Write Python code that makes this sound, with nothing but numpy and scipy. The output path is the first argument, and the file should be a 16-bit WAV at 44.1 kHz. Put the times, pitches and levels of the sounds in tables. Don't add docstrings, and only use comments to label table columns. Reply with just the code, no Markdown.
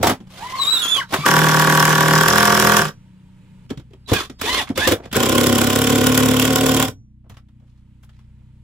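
import sys
import numpy as np
from scipy import signal
from scipy.fft import rfft, irfft, next_fast_len
from scipy.io import wavfile
from scipy.ndimage import uniform_filter1d

SR = 44100
rng = np.random.default_rng(int(sys.argv[2]) if len(sys.argv) > 2 else 0)


def field_ratio(decibels):
    return 10 ** (np.asarray(decibels, dtype=float) / 20)


def to_wav(sig):
    pcm = np.clip(np.atleast_2d(sig), -1, 1) * 32767
    pcm = np.round(pcm).astype(np.int16)
    wavfile.write(sys.argv[1], SR, pcm.T)


N = 380583
T = np.arange(N) / SR

CHANGES_S = [
    3.665,
    8.03,
]

# time_s, blows_so_far
BLOW_COUNTS = [
    [(1.2626, 0), (2.1355, 34), (2.2606, 39), (2.358, 43), (2.793, 61), (2.8187, 62), (2.8522, 63),
     (2.8882, 64)],
    [(5.169, 0), (5.2058, 1), (5.327, 5), (5.4702, 10), (5.7629, 20), (6.043, 30), (6.4538, 45),
     (6.8549, 60), (6.885, 61)],
]
# time_s, effort_db, seated_0_to_1
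EFFORT = [
    [(1.25, -5.5, 0), (1.264, 2.5, 0.06), (1.31, -1, 0), (2.17, -0.5, 0.1), (2.3, -2, 0.94), (2.79, 0, 0.7),
     (2.85, -5, .95), (2.9, -9, .95), (2.97, -13.5, .95)],
    [(5.14, -15, 0), (5.172, 0.5, 0.2), (5.23, 0, 0.11), (5.45, -1, 1), (6.15, -1.5, 0.9),
     (6.75, -1.5, 0.9), (6.83, 0, 0), (6.88, -10, 0.9), (6.99, -9.5, 0.8)],
]
# offset_ms, level_db, decay_ms
CONTACTS = [
    [(-6, -7.5, 2.2), (-0.79, -1.5, 3.2), (7, -9.5, 2), (14.5, -9, 3)],
    [(-8, -6.5, 6.4), (-3.5, -6, 0.85), (-2, -1.5, 4.4), (-1.5, -38, 3.7)],
]
# mode_hz, width_hz, level_db
BOOM_TIGHT = [
    [(152.5, 8.3, 0.5), (270, 46, -18), (394, 29, -4.5), (472.4, 26, -10.5), (550, 41, -6.5)],
    [(253.7, 14, 6), (310, 35, -18), (376.6, 21, -9.5), (460, 30, -1), (527, 18, -4), (569, 35, -26)],
]
# mode_hz, width_hz, level_db
BOOM_LOOSE = [
    [(157.5, 6.2, -1), (276, 42, -4.5), (395, 23, -7.5), (464, 31, -9.5), (554, 29, -7.5)],
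    [(239.2, 7.7, 3.5), (312, 52, 0), (400, 41, -2), (500, 68, -3.5), (566, 20, -4.5)],
]
LOOSE_DB = [-0.5, -1]
# from_s, to_s
TIGHTENS_S = [(2.15, 2.3), (5.45, 5.9)]
# mode_hz, width_hz, level_db
KNOCK_FREE = [
    [(699, 24, -15.5), (819, 16, -3), (968.7, 16, 2), (1136, 18, 3.5), (1420, 40, -5), (1640, 260, 1.5)],
    [(773, 18.1, 2.5), (995, 41, 3), (1074, 19, 2.5), (1445, 36, 1), (2030, 90, -27)],
]
# mode_hz, width_hz, level_db
KNOCK_CLAMPED = [
    [(700, 12, -5), (886, 50, -3), (963, 75, 1), (1165, 80, 2), (1420, 35, -1), (1640, 240, 1.5)],
    [(748, 16, 2), (1010, 35, -2.5), (1083, 30, -1.5), (1457, 55, 5.5), (2020, 99, -28.5)],
]
# mode_hz, width_hz, level_db
JOIST = [
    [(207.3, 5.6, -4), (77.5, 39, -7)],
    [(111, 13, -6), (76.5, 49, -4.5), (147, 24, -4)],
]
# freq_hz, level_db_per_hz
RATTLE = [
    [(24, -71.5), (40, -37), (110, -17.5), (156, -8), (246, -10), (381, -7.5), (739, -15), (1140, -10),
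     (1320, -13.5), (1460, -5.5), (2600, -30.5), (3380, -56), (5720, -120)],
    [(24, -61.5), (40, -33.5), (103, -15), (193, -14), (250, -10.5), (300, -7.5), (540, -10.5),
     (865, -23.5), (1070, -10), (1320, -26), (2600, -28), (3380, -63.5), (5720, -120)],
]
# freq_hz, level_db_per_hz
STEEL = [
    [(1060, -22), (1800, -8), (2400, -5.5), (3350, -2), (3680, -7), (4380, -9.5), (5530, -8.5), (6180, -10),
     (7300, -7.5), (9370, -13), (13300, -9.5), (16000, -21), (16500, -46.5)],
    [(1060, -37.5), (1800, -6.5), (1960, -5), (2360, -5), (3350, 1), (4150, -10), (5530, -6), (6780, -10),
     (7370, -5.5), (8950, -13.5), (13100, -9.5), (15800, -14), (16500, -50.5)],
]
# mode_hz, width_hz, level_db, seated_gain_db
ANVIL = [(5460, 1200, -34.5, 5.5), (7260, 527, -40, 1)]
# mode_hz, width_hz, level_db
SNAP = [
    [(1634, 400, 3), (2090, 51, -10.5), (2870, 340, -6), (5500, 1200, -2.5)],
    [(1880, 470, -3), (3080, 410, -2), (7430, 1500, 1), (11000, 4400, -3)],
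]
SNAP_DB = [-25.5, -29]
# boom_db, knock_db, steel_db, joist_db
LAYER_DB = [(-18, -15.5, -23.5, -36), (-21.5, -25.5, -23.5, -27.5)]
# boom_db, knock_db, steel_db, joist_db
SEATED_DB = [(-0.5, -.7, 0.93, 10), (5.5, -0.87, 0.25, 3)]
DIE_DB_PER_S = [(161, 440, 880, 210), (170, 670, 700, 123)]
LAST_BLOWS_DB = [-3, -1]
RAP_SCATTER_DB = [1, 2.5]
RAP_SPREAD_S = [.005, .009]
DECK_SPREAD_S = [.003, .007]
PUSH_SPREAD_S = [.0067, .0067]
RATTLE_SPREAD_S = [.007, .012]

# time_s, mesh_hz, level_db, clear_tone_db
FREE_RUN = [(0.28, 460, -63, 2), (0.39, 740, -51, -6), (0.455, 984, -50, 3), (0.65, 1110, -45.5, 4.5),
            (0.722, 1349, -43, -3.5), (0.82, 1419, -43.5, -6), (0.94, 1325, -45, -6.5),
            (0.975, 1153, -39, 6), (1.07, 860, -64.5, -4.5)]
# start_s, let_go_s, coast_s, top_mesh_hz, level_db
PULLS = [
    (1.065, 1.25, 0.019, 1220, -43),
    (4.067, 4.155, 0.12, 995, -36.5),
    (4.381, 4.565, .095, 1111, -35),
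    (4.746, 4.879, 0.082, 969, -35.5),
    (5.123, 5.17, 0.011, 1269, -37),
]
CLEAR_DB = [5, 4, -3, -15, 5]
DWELL_S = [0.025, .018, .028, 0.0012, 0.005]
# first_db, second_db
MESH_DB = [(5.6, 2), (1.1, 9.2)]
UPPER_DB = [0, 0, 0, -1, -2.5, 0]
# freq_hz, level_db_per_hz
WHIRR = [(24, -48), (40, -10.5), (79, -2), (172, -25), (228, -4), (865, -14.5), (1060, -4.5), (1290, -13.5),
         (2090, -13.5), (2430, -13.5), (3130, -11), (13200, -29), (15300, -30.5), (16500, -65)]
# mode_hz, width_hz, level_db
HOUSING = (3500, 130, 2.9)
# start_s, length_s, level_db
TRIGGER = [
    (1.065, .05, -59.5),
    (4.062, .05, -48),
    (4.393, .025, -49),
    (5.112, .02, -59),
]

# time_s, pitch_hz, first_db, overtones_db
SQUEAL = [
    [(.568, 4350, -46, -65), (.58, 4340, -37.5, -65), (.592, 4150, -37.5, -60), (.599, 3930, -26, -44),
     (.624, 3914, -17.5, -41), (.648, 3700, -25.5, -36), (.667, 3500, -32, -39)],
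    [(.666, 3820, -21.5, -39.5), (.676, 3780, -16.5, -37.5), (.702, 3920, -21.5, -38),
     (.73, 3890, -17.5, -35), (.76, 3834, -17.5, -34.5), (.776, 3570, -22, -36), (.788, 3520, -29.5, -41)],
    [(.786, 3804, -25.5, -32), (.816, 3640, -25.5, -38), (.824, 3460, -26, -36.5), (.848, 3430, -25, -31.5),
     (.857, 3300, -28.5, -41), (.867, 3210, -26, -35), (.877, 3286, -31.5, -41)],
    [(.876, 3360, -25.5, -40), (.883, 3370, -21.5, -35.5), (.891, 3390, -29, -37), (.932, 3504, -17, -33.5),
     (.972, 3220, -21, -40), (.98, 3022, -26, -44.5), (.993, 2970, -22, -46), (1.006, 2900, -41, -58.5)],
    [(.998, 2320, -32, -58.5), (1.014, 1654, -21, -59), (1.024, 1446, -29.5, -62.5),
     (1.036, 1295, -50, -68)],
]

# start_s, thud_db, thud_hz, brightness_db
FAR_KNOCKS = [(0.002, -21.5, 212, -32), (0.013, -20.5, 200, -27), (0.041, -15, 930, -8),
              (0.057, -15.5, 255, -12.5), (0.081, -22, 756, -14), (0.105, -18, 260, -17.5),
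              (0.03, -13.5, 700, -3.5), (0.07, -15, 219, -0.5), (0.096, -16.5, 247, -2.5),
              (0.115, -25, 256, -6.5), (0.204, -34.5, 220, -20.5), (0.271, -43, 122, -14),
              (1.125, -23, 295, -7), (1.139, -19.5, 394, -0.5), (1.187, -22, 144, -24)]
# start_s, thud_db, thud_hz, brightness_db
NEAR_KNOCKS = [(3.695, -41, 132, -7.5), (3.704, -28, 400, -6), (3.711, -17, 243, -26.5),
               (3.775, -25, 140, -17), (3.798, -37, 330, -12), (3.909, -45, 417, -19),
               (3.935, -38, 380, -14), (4.118, -11, 112, -31.5), (4.118, -6.5, 455, -20),
               (4.135, -17, 364, 3.5), (4.149, -15.5, 256, -15.5), (4.299, -26.5, 256, -11),
               (4.415, -24.5, 233, 4.5), (4.438, -21, 430, -13), (4.702, -13.5, 260, -26),
               (4.758, -27.5, 224, -14), (4.777, -15, 513, -1), (4.788, -20.5, 245, -13.5),
               (4.871, -11, 234, -13.5), (4.875, -9, 535, 0), (4.886, -9, 350, -7), (4.912, -12, 546, -8.5),
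               (4.921, -8.5, 295, -4.5), (4.931, -12.5, 500, -20.5), (5.056, -29, 132, -13),
               (5.116, -31, 116, -5.5), (5.129, -20.5, 255, 0), (5.156, -12, 400, -7),
               (5.159, -22, 196, -11)]
# start_s, thud_db, brightness_db
SHUFFLES = [(7.299, -36.5, -12.5), (7.319, -39, -21), (7.343, -52, -6.5), (7.37, -43.5, -8.5),
            (7.384, -49, -16.5), (7.487, -50, -18.5), (7.6, -51, -21), (7.679, -57, -17.5),
            (7.779, -65, -14), (8.034, -43.5, -14.5), (8.093, -54.5, -5), (8.191, -53.5, -9.5)]
# hollow_over_click_db, t60_s, hollow_hz
KNOCK_KINDS = [(16, 0.1, 800), (8.5, 0.06, 1400), (17, 0.072, 990)]
# start_s, length_s, level_db, centre_hz
RUSTLES = [(1.129, 0.028, -19.5, 1230), (7.291, .03, -63, 11000), (8.026, 0.032, -67, 9050),
           (3.683, 0.13, -73, 2210), (3.895, .06, -74, 2200), (4.669, 0.033, -40.5, 1460),
           (4.952, 0.14, -41, 400), (5.017, 0.05, -52, 2200), (4.688, 0.011, -46.5, 5000),
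           (7.229, 0.11, -63, 477), (7.288, .14, -74.5, 2164), (7.595, 0.067, -69, 420),
           (7.619, .22, -80.5, 3250), (8.071, 0.2, -73.5, 2510), (8.361, .08, -76, 700)]
# mode_hz, width_hz, level_db, t60_s
RING_OUT = [
    (110, 43, -31.5, 0.55),
    (255, 50, -28.5, .28),
    (450, 220, -38, 0.18),
    (1050, 500, -45.5, 0.16),
]

# multiple, level_db
GENERATOR = [
    [(1, -25.5), (2, -18.5), (3, -4), (4, 0), (5, -6), (6, 1.5), (7, -24), (8, -30.5), (9, -22.5),
     (10, -26)],
    [(1, -4.5), (2, 3), (3, -4.5), (4, 1.5), (5, -9.5), (6, -9.5), (7, -5.5), (8, -11), (9, -23.5),
     (10, -18)],
    [(1, -10), (2, 1), (3, -4.5), (4, 0.5), (5, -9), (6, -17.5), (7, -8), (8, -28), (9, -43), (10, -22.5)],
]
GENERATOR_DB = [-47, -47, -45]
# freq_hz, level_db_per_hz
FOREST = [(15, -37), (25, 0), (65, -15), (118, -7), (202, -10), (399, -29), (600, -31), (687, -43),
          (902, -31), (1010, -35.5), (2900, -37), (5720, -50.5), (7920, -47), (15200, -61.5), (16500, -77)]
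FOREST_DB = [-49.5, -55, -56.5]
# freq_hz, side_minus_mid_db
WIDTH = [(60, -18), (110, -14.5), (200, -13), (380, -11.5), (700, -6.5), (1290, -6), (2380, -4), (4400, -1),
         (8120, -1), (15000, 0.5)]


def unit(x):
    return x / np.sqrt(np.mean(x ** 2) + 1e-30)


def colour(x, points):
    size = next_fast_len(len(x))
    hz, db = np.transpose(points)
    bins_hz = np.arange(size // 2 + 1) * SR / size
    gain = field_ratio(np.interp(np.log(bins_hz + 1), np.log(hz), db))
    return irfft(rfft(x, size) * gain, size)[:len(x)]


def butter(x, edge_hz, kind="low"):
    return signal.sosfilt(signal.butter(2, edge_hz, kind, fs=SR, output="sos"), x)


def ring(x, hz, width_hz):
    return signal.lfilter(*signal.iirpeak(hz, hz / width_hz, SR), x)


def modes(drive, table, flip=-1):
    return unit(sum(flip ** j * field_ratio(db) * ring(drive, hz, width_hz) / np.sqrt(width_hz)
                    for j, (hz, width_hz, db) in enumerate(table)))


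def decay(hits, decay_ms):
    return signal.lfilter([1], [1, -np.exp(-1000 / (decay_ms * SR))], hits)


def walk(rate_hz, size):
    k = int(SR / rate_hz)
    return unit(uniform_filter1d(uniform_filter1d(rng.standard_normal(size), k), k))


def smear(size, decay_s):
    paths = rfft(rng.standard_normal(4000) * np.exp(-T[:4000] / decay_s), size)
    return paths / np.abs(paths)


def scatter(x, decay_s):
    return irfft(rfft(x) * smear(len(x), decay_s), len(x))


def span(table):
    s, *columns = np.transpose(table)
    at = slice(int(s[0] * SR), int(s[-1] * SR))
    return at, [np.interp(T[at], s, c) for c in columns]


def effort(k):
    at, (effort_db, seated) = span(EFFORT[k])
    after_s = np.maximum(T[at] - BLOW_COUNTS[k][-1][0], 0)
    levels_db = [db + effort_db + more_db * seated - die * after_s
                 for db, more_db, die in zip(LAYER_DB[k], SEATED_DB[k], DIE_DB_PER_S[k])]
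    return at, np.clip(seated, 0, 1), levels_db


def strikes(k, start, size):
    s, struck = np.transpose(BLOW_COUNTS[k])
    chance = rng.standard_normal((int(struck[-1]) + 1, 2 * len(CONTACTS[k]) + 2))
    slack_s, blow_scatter_db = .00015, 2.6
    times_s = np.interp(np.arange(struck[-1] + 1), struck, s) + slack_s * chance[:, -1]
    weak_db = LAST_BLOWS_DB[k] * np.maximum(np.arange(len(times_s)) - len(times_s) + 4, 0)

    def place(at_s):
        return np.clip((at_s * SR).astype(int) - start, 0, size - 1)

    pushes, raps, cracks, snaps = np.zeros((4, size))
    for j, (ms, db, decay_ms) in enumerate(CONTACTS[k]):
        steady_s = times_s + ms / 1000
        jitter_s, strength = 0.00073 * chance[:, 2 * j], chance[:, 2 * j + 1]
        hit = np.zeros(size)
        hit[place(steady_s + jitter_s)] = field_ratio(db + weak_db + blow_scatter_db * strength)
        raps[place(steady_s)] = field_ratio(2 * db + weak_db + RAP_SCATTER_DB[k] * strength)
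        cracks += uniform_filter1d(decay(hit, decay_ms), size=50)
        snaps += (-1) ** j * hit ** 1.5
        if j == 0:
            lift = decay(hit, 3.5)
    pushes[place(times_s)] = field_ratio(1.4 * chance[:, -2] + weak_db)
    return pushes, raps, cracks, snaps, lift


def timber(k, at, seated, pushes, raps):
    pushes = scatter(pushes, PUSH_SPREAD_S[k])
    raps = scatter(raps, RAP_SPREAD_S[k])
    tight = np.interp(T[at], TIGHTENS_S[k], [0, 1])
    boom = tight * modes(pushes, BOOM_TIGHT[k])
    boom += (1 - tight) * modes(pushes, BOOM_LOOSE[k]) * field_ratio(LOOSE_DB[k])
    knock = (1 - seated) * modes(raps, KNOCK_FREE[k]) + seated * modes(raps, KNOCK_CLAMPED[k])
    knock *= field_ratio(1.1 * walk(27, len(raps)))
    return boom, knock, modes(pushes, JOIST[k])


def steel_crack(k, cracks):
    size, split_hz = len(cracks), 6500
    dull = butter(unit(rng.standard_normal(size) * cracks), split_hz)
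    bright = butter(unit(rng.standard_normal(size) * cracks ** 1.9), split_hz, "high")
    return unit(colour(dull + bright, STEEL[k]))


def anvil_ring(k, seated, lift):
    hz, width_hz, db, more_db = ANVIL[k]
    noise = rng.standard_normal(len(lift)) * lift
    return unit(ring(ring(noise, hz, width_hz), hz, width_hz)) * field_ratio(db + more_db * seated)


def boards(k, pushes, cracks, deck_db, loose_db):
    deck = colour(scatter(pushes, DECK_SPREAD_S[k]), RATTLE[k])
    blurred = uniform_filter1d(cracks, int(RATTLE_SPREAD_S[k] * SR))
    rattle = colour(rng.standard_normal(len(cracks)) * blurred, RATTLE[k])
    return unit(deck) * field_ratio(deck_db) + unit(rattle) * field_ratio(loose_db)


def hammer(k, bed_db, deck_db, loose_db):
    at, seated, (boom_db, knock_db, steel_db, joist_db) = effort(k)
    pushes, raps, cracks, snaps, lift = strikes(k, at.start, len(seated))
    cracks = cracks + field_ratio(bed_db)
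    boom, knock, joist = timber(k, at, seated, pushes, raps)
    bare_db = steel_db - LAYER_DB[k][2]
    out = np.zeros(N)
    out[at] = boom * field_ratio(boom_db) + knock * field_ratio(knock_db - 1.5) + joist * field_ratio(joist_db)
    out[at] += steel_crack(k, cracks) * field_ratio(steel_db)
    out[at] += anvil_ring(k, seated, lift) * field_ratio(bare_db)
    out[at] += modes(snaps, SNAP[k], flip=1) * field_ratio(SNAP_DB[k] + bare_db)
    out[at] += boards(k, pushes, cracks, deck_db, loose_db) * field_ratio(knock_db)
    return out


def pull(start_s, let_go_s, coast_s, top_hz, db, clear_db, dwell_s):
    start_hz, spin_up_s, coast_loss, db_per_octave, edge_s = 344, .05, 0.79, 10.5, 0.022
    end_s = let_go_s + coast_s
    at = slice(int(start_s * SR), int(end_s * SR))
    t = T[at]
    driven_s = np.maximum(np.minimum(t, let_go_s) - start_s - dwell_s, 0)
    hz = top_hz - (top_hz - start_hz) * np.exp(-driven_s / spin_up_s)
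    coasted = np.maximum(t - let_go_s, 0) / coast_s
    hz = hz * (1 - coast_loss * min(coast_s / 0.072, 1) * coasted ** 1.7)
    edge = np.clip(np.minimum(t - start_s, end_s - t) / edge_s, 0, 1)
    return at, (hz, db + db_per_octave * np.log2(hz / hz.max()) - 30 * (1 - edge) ** 2, clear_db)


def gear_whine(hz, noise_db, clear_db, upper_db, near):
    size = len(hz)
    first_db, second_db = (noise_db + db for db in MESH_DB[int(near)])
    first_db = first_db.max() + 0.7 * (first_db - first_db.max())
    waver = .021 * (.45 if near else 1)
    phase = 2 * np.pi * np.cumsum(hz * (1 + waver * walk(250, size))) / SR
    turn = 1 + 0.22 * np.sin(phase / 16)
    whine = field_ratio(first_db + clear_db + 5.8 * walk(59, size)) * turn * np.sin(phase)
    uneven = phase + 1.8 * np.sin(phase / 8) + 0.6 * walk(300, size)
    whine += field_ratio(first_db - 4.5 - .5 * clear_db + 3 * walk(90, size)) * np.sin(uneven)
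    for multiple, db in ((2, 0), (3, -4), (4, -7 if near else -12)):
        level = field_ratio(second_db + upper_db + db + 4.5 * walk(70, size))
        whine += level * np.sin(multiple * phase + .45 * walk(400, size))
    return whine * np.clip(hz / min(.78 * hz.max(), 850), 0, 1) ** 5


def fan_whirr(noise_db, near):
    whirr = unit(colour(rng.standard_normal(len(noise_db)), WHIRR))
    if near:
        hz, width_hz, db = HOUSING
        whirr = whirr + field_ratio(db) * ring(whirr, hz, width_hz)
    else:
        whirr = butter(whirr, 350, "high")
    return whirr * field_ratio(noise_db + 11 + 2.5 * walk(120, len(noise_db)))


def motor():
    out = np.zeros(N)
    loaded_run, loaded_db, stall_s, trigger_hz = 2, -6, 4.885, 3920
    runs = [span(FREE_RUN)] + [pull(*row, db, dwell_s) for row, db, dwell_s in zip(PULLS, CLEAR_DB, DWELL_S)]
    for run, ((at, (hz, noise_db, clear_db)), upper_db) in enumerate(zip(runs, UPPER_DB)):
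        near = at.start > CHANGES_S[0] * SR
        whine = gear_whine(hz, noise_db, clear_db, upper_db, near)
        if run == loaded_run:
            whine *= field_ratio(loaded_db)
        whine *= np.where((at.start < stall_s * SR) & (T[at] > stall_s), .2, 1)
        whirr = fan_whirr(noise_db, near)
        out[at] = (np.sqrt(2) * whine + whirr) * signal.windows.tukey(len(hz), .1)
    for s, length_s, db in TRIGGER:
        out += field_ratio(db) * ((T > s) & (T < s + length_s)) * np.sin(2 * np.pi * trigger_hz * T)
    return out


def squeal():
    out = np.zeros(N)
    waver, throb_db, fray, third_db = .008, 2.3, 1.05, -1.5
    for slip in SQUEAL:
        at, (hz, first_db, second_db) = span(slip)
        size = len(hz)
        phase = 2 * np.pi * np.cumsum(hz * (1 + waver * (walk(73, size) + walk(500, size)))) / SR
        levels_db = (first_db, second_db, second_db + third_db - 4, second_db + third_db - 10.5)
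        tone = np.zeros(size)
        for j, db in enumerate(levels_db):
            level = field_ratio(db + (throb_db + j) * walk(170, size))
            tone += level * np.sin((j + 1) * phase + fray * j * walk(700, size))
        biting = (T[at] > .78) & (T[at] < .93)
        tone += field_ratio(first_db - 5.0 + 6.6 * walk(60, size)) * biting * np.sin(0.97 * phase)
        out[at] += np.sqrt(2) * tone * signal.windows.tukey(size, .06)
    return out


def knock(thud_db, hz, bright_db, hollow_db, t60_s, hollow_hz):
    t = T[:8000]
    post_hz, post_share = 94.3, .35
    click_db = thud_db + bright_db
    knock_db = click_db + hollow_db
    noise = rng.standard_normal((3, len(t)))
    fade = np.exp(-np.log(1000) * t / max(t60_s, .01))
    rise = 1 - np.exp(-t / 0.0017)
    base_hz = min(hz, 300)
    thump = ring(noise[2], min(hz, 360), 0.72 * base_hz)
    thump = unit(ring(thump, min(0.9 * hz, 340), 1.29 * base_hz))
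    thud = 0.85 * np.sin(2 * np.pi * hz * t) + 0.56 * thump
    thud += post_share * np.sin(2 * np.pi * post_hz * t)
    thud *= 1 - np.exp(-t / 0.0055)
    hollow = unit(ring(noise[0], hollow_hz, 0.64 * hollow_hz)) * fade
    click = unit(colour(noise[1], STEEL[1])) * (fade ** 1.9 + 0.16 * fade)
    if click_db < -30:
        click = 1.7 * ring(click, 3000, 3500)
    sharp = field_ratio(knock_db - 10.0) * hollow + field_ratio(click_db + 1.0) * click
    return field_ratio(thud_db + 7.0) * thud * fade + rise * sharp


def knocks():
    out = np.zeros(N)
    soil_hz = 108
    shuffles = [(s, db, soil_hz, bright_db) for s, db, bright_db in SHUFFLES]
    for rows, kind in zip((FAR_KNOCKS, NEAR_KNOCKS, shuffles), KNOCK_KINDS):
        for s, *how in rows:
            x = knock(*how, *kind)
            i = max(int((s - .002) * SR), 0)
            out[i:i + len(x)] += x
    return out


def rustles():
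    out = np.zeros(N)
    grain_db = 5
    for s, length_s, db, hz in RUSTLES:
        size = int(length_s * SR)
        grains = rng.standard_normal(size) * field_ratio(grain_db * walk(153, size))
        grains *= signal.windows.tukey(size, .5)
        shower = ring(ring(grains, hz, 1.3 * hz), 0.8 * hz, 1.5 * hz)
        out[int(s * SR):][:size] += unit(shower) * field_ratio(db)
    return out


def ring_out():
    t = np.maximum(T - 6.86, 0)
    out = np.zeros(N)
    for hz, width_hz, db, t60_s in RING_OUT:
        mode = unit(ring(ring(rng.standard_normal(N), hz, width_hz), hz, width_hz))
        out += mode * field_ratio(db - 60 * t / t60_s)
    return out * np.clip(t / 0.026, 0, 1)


def background():
    generator_hz, panel_hz = 30.95, 940
    phase = 2 * np.pi * np.cumsum(generator_hz * (1 + 0.0024 * walk(1.0, N))) / SR
    view = np.searchsorted(CHANGES_S, T)
    start = 2 * np.pi * rng.random(12)
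    out = np.zeros(N)
    for k, orders in enumerate(GENERATOR):
        drone = sum(field_ratio(db + 1.3 * walk(15, N)) * np.sin(m * phase + start[j])
                    for j, (m, db) in enumerate(orders))
        out += (view == k) * unit(drone) * field_ratio(GENERATOR_DB[k])
    firing = (1 + .4 * walk(40, N)) * (1 + np.cos(phase)) ** 2
    buzz = unit(firing * np.sin(2 * np.pi * panel_hz * T + 1.5 * walk(30, N)))
    buzz *= field_ratio(np.array([-75, -86, -84])[view])
    trees = unit(colour(rng.standard_normal(N), FOREST))
    trees *= field_ratio(np.array(FOREST_DB)[view] + .6 * walk(3.7, N))
    gain = 1 - 0.85 * (T > 5.2) * np.exp(-np.maximum(T - 7, 0) ** 2 / 0.68)
    return out + gain * (buzz + trees)


def echo(x):
    t = T[:SR // 2]
    tail = rng.standard_normal(len(t)) * np.exp(-np.log(1000) * t / 0.1)
    wet = signal.fftconvolve(x, tail / np.sqrt(np.sum(tail ** 2)))[:N]
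    return field_ratio(-10.5) * np.roll(wet, 500)


def two_ports(mid):
    size = next_fast_len(N + SR)
    loose = np.clip(np.arange(size // 2 + 1) * SR / size / 1700, .5, 1)
    late = irfft(rfft(mid, size) * -1j * np.sqrt(1 - loose ** 2), size)
    scattered = signal.hilbert(irfft(rfft(mid, size) * loose * smear(size, 0.0025), size))
    drift = np.exp(1.1j * walk(40, size))
    side = colour((late + np.real(scattered * drift))[:N], WIDTH)
    side -= .12 * (T > CHANGES_S[0]) * (T < 7) * ring(mid, 7000, 9000)
    return np.array([mid + side, mid - side]) * field_ratio([[-.3], [.3]])


def scene():
    near = hammer(0, bed_db=-13.5, deck_db=-5.5, loose_db=-9.5)
    near += hammer(1, bed_db=-14, deck_db=0.36, loose_db=4.0)
    near += motor() + squeal() + knocks() + rustles() + ring_out()
    near = butter(near, 45, "high")
    return two_ports(near + echo(near) + background())


def band_limit(x):
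    return signal.sosfilt(signal.butter(12, 16990, fs=SR, output="sos"), x)


def record(dry):
    limited = .92 * np.tanh(dry / .92)
    top_cut = signal.ellip(8, .2, 60, 16100, fs=SR, output="sos")
    mix = signal.sosfilt(top_cut, limited)
    return band_limit(mix)


dry = scene()
out = record(dry)
to_wav(out)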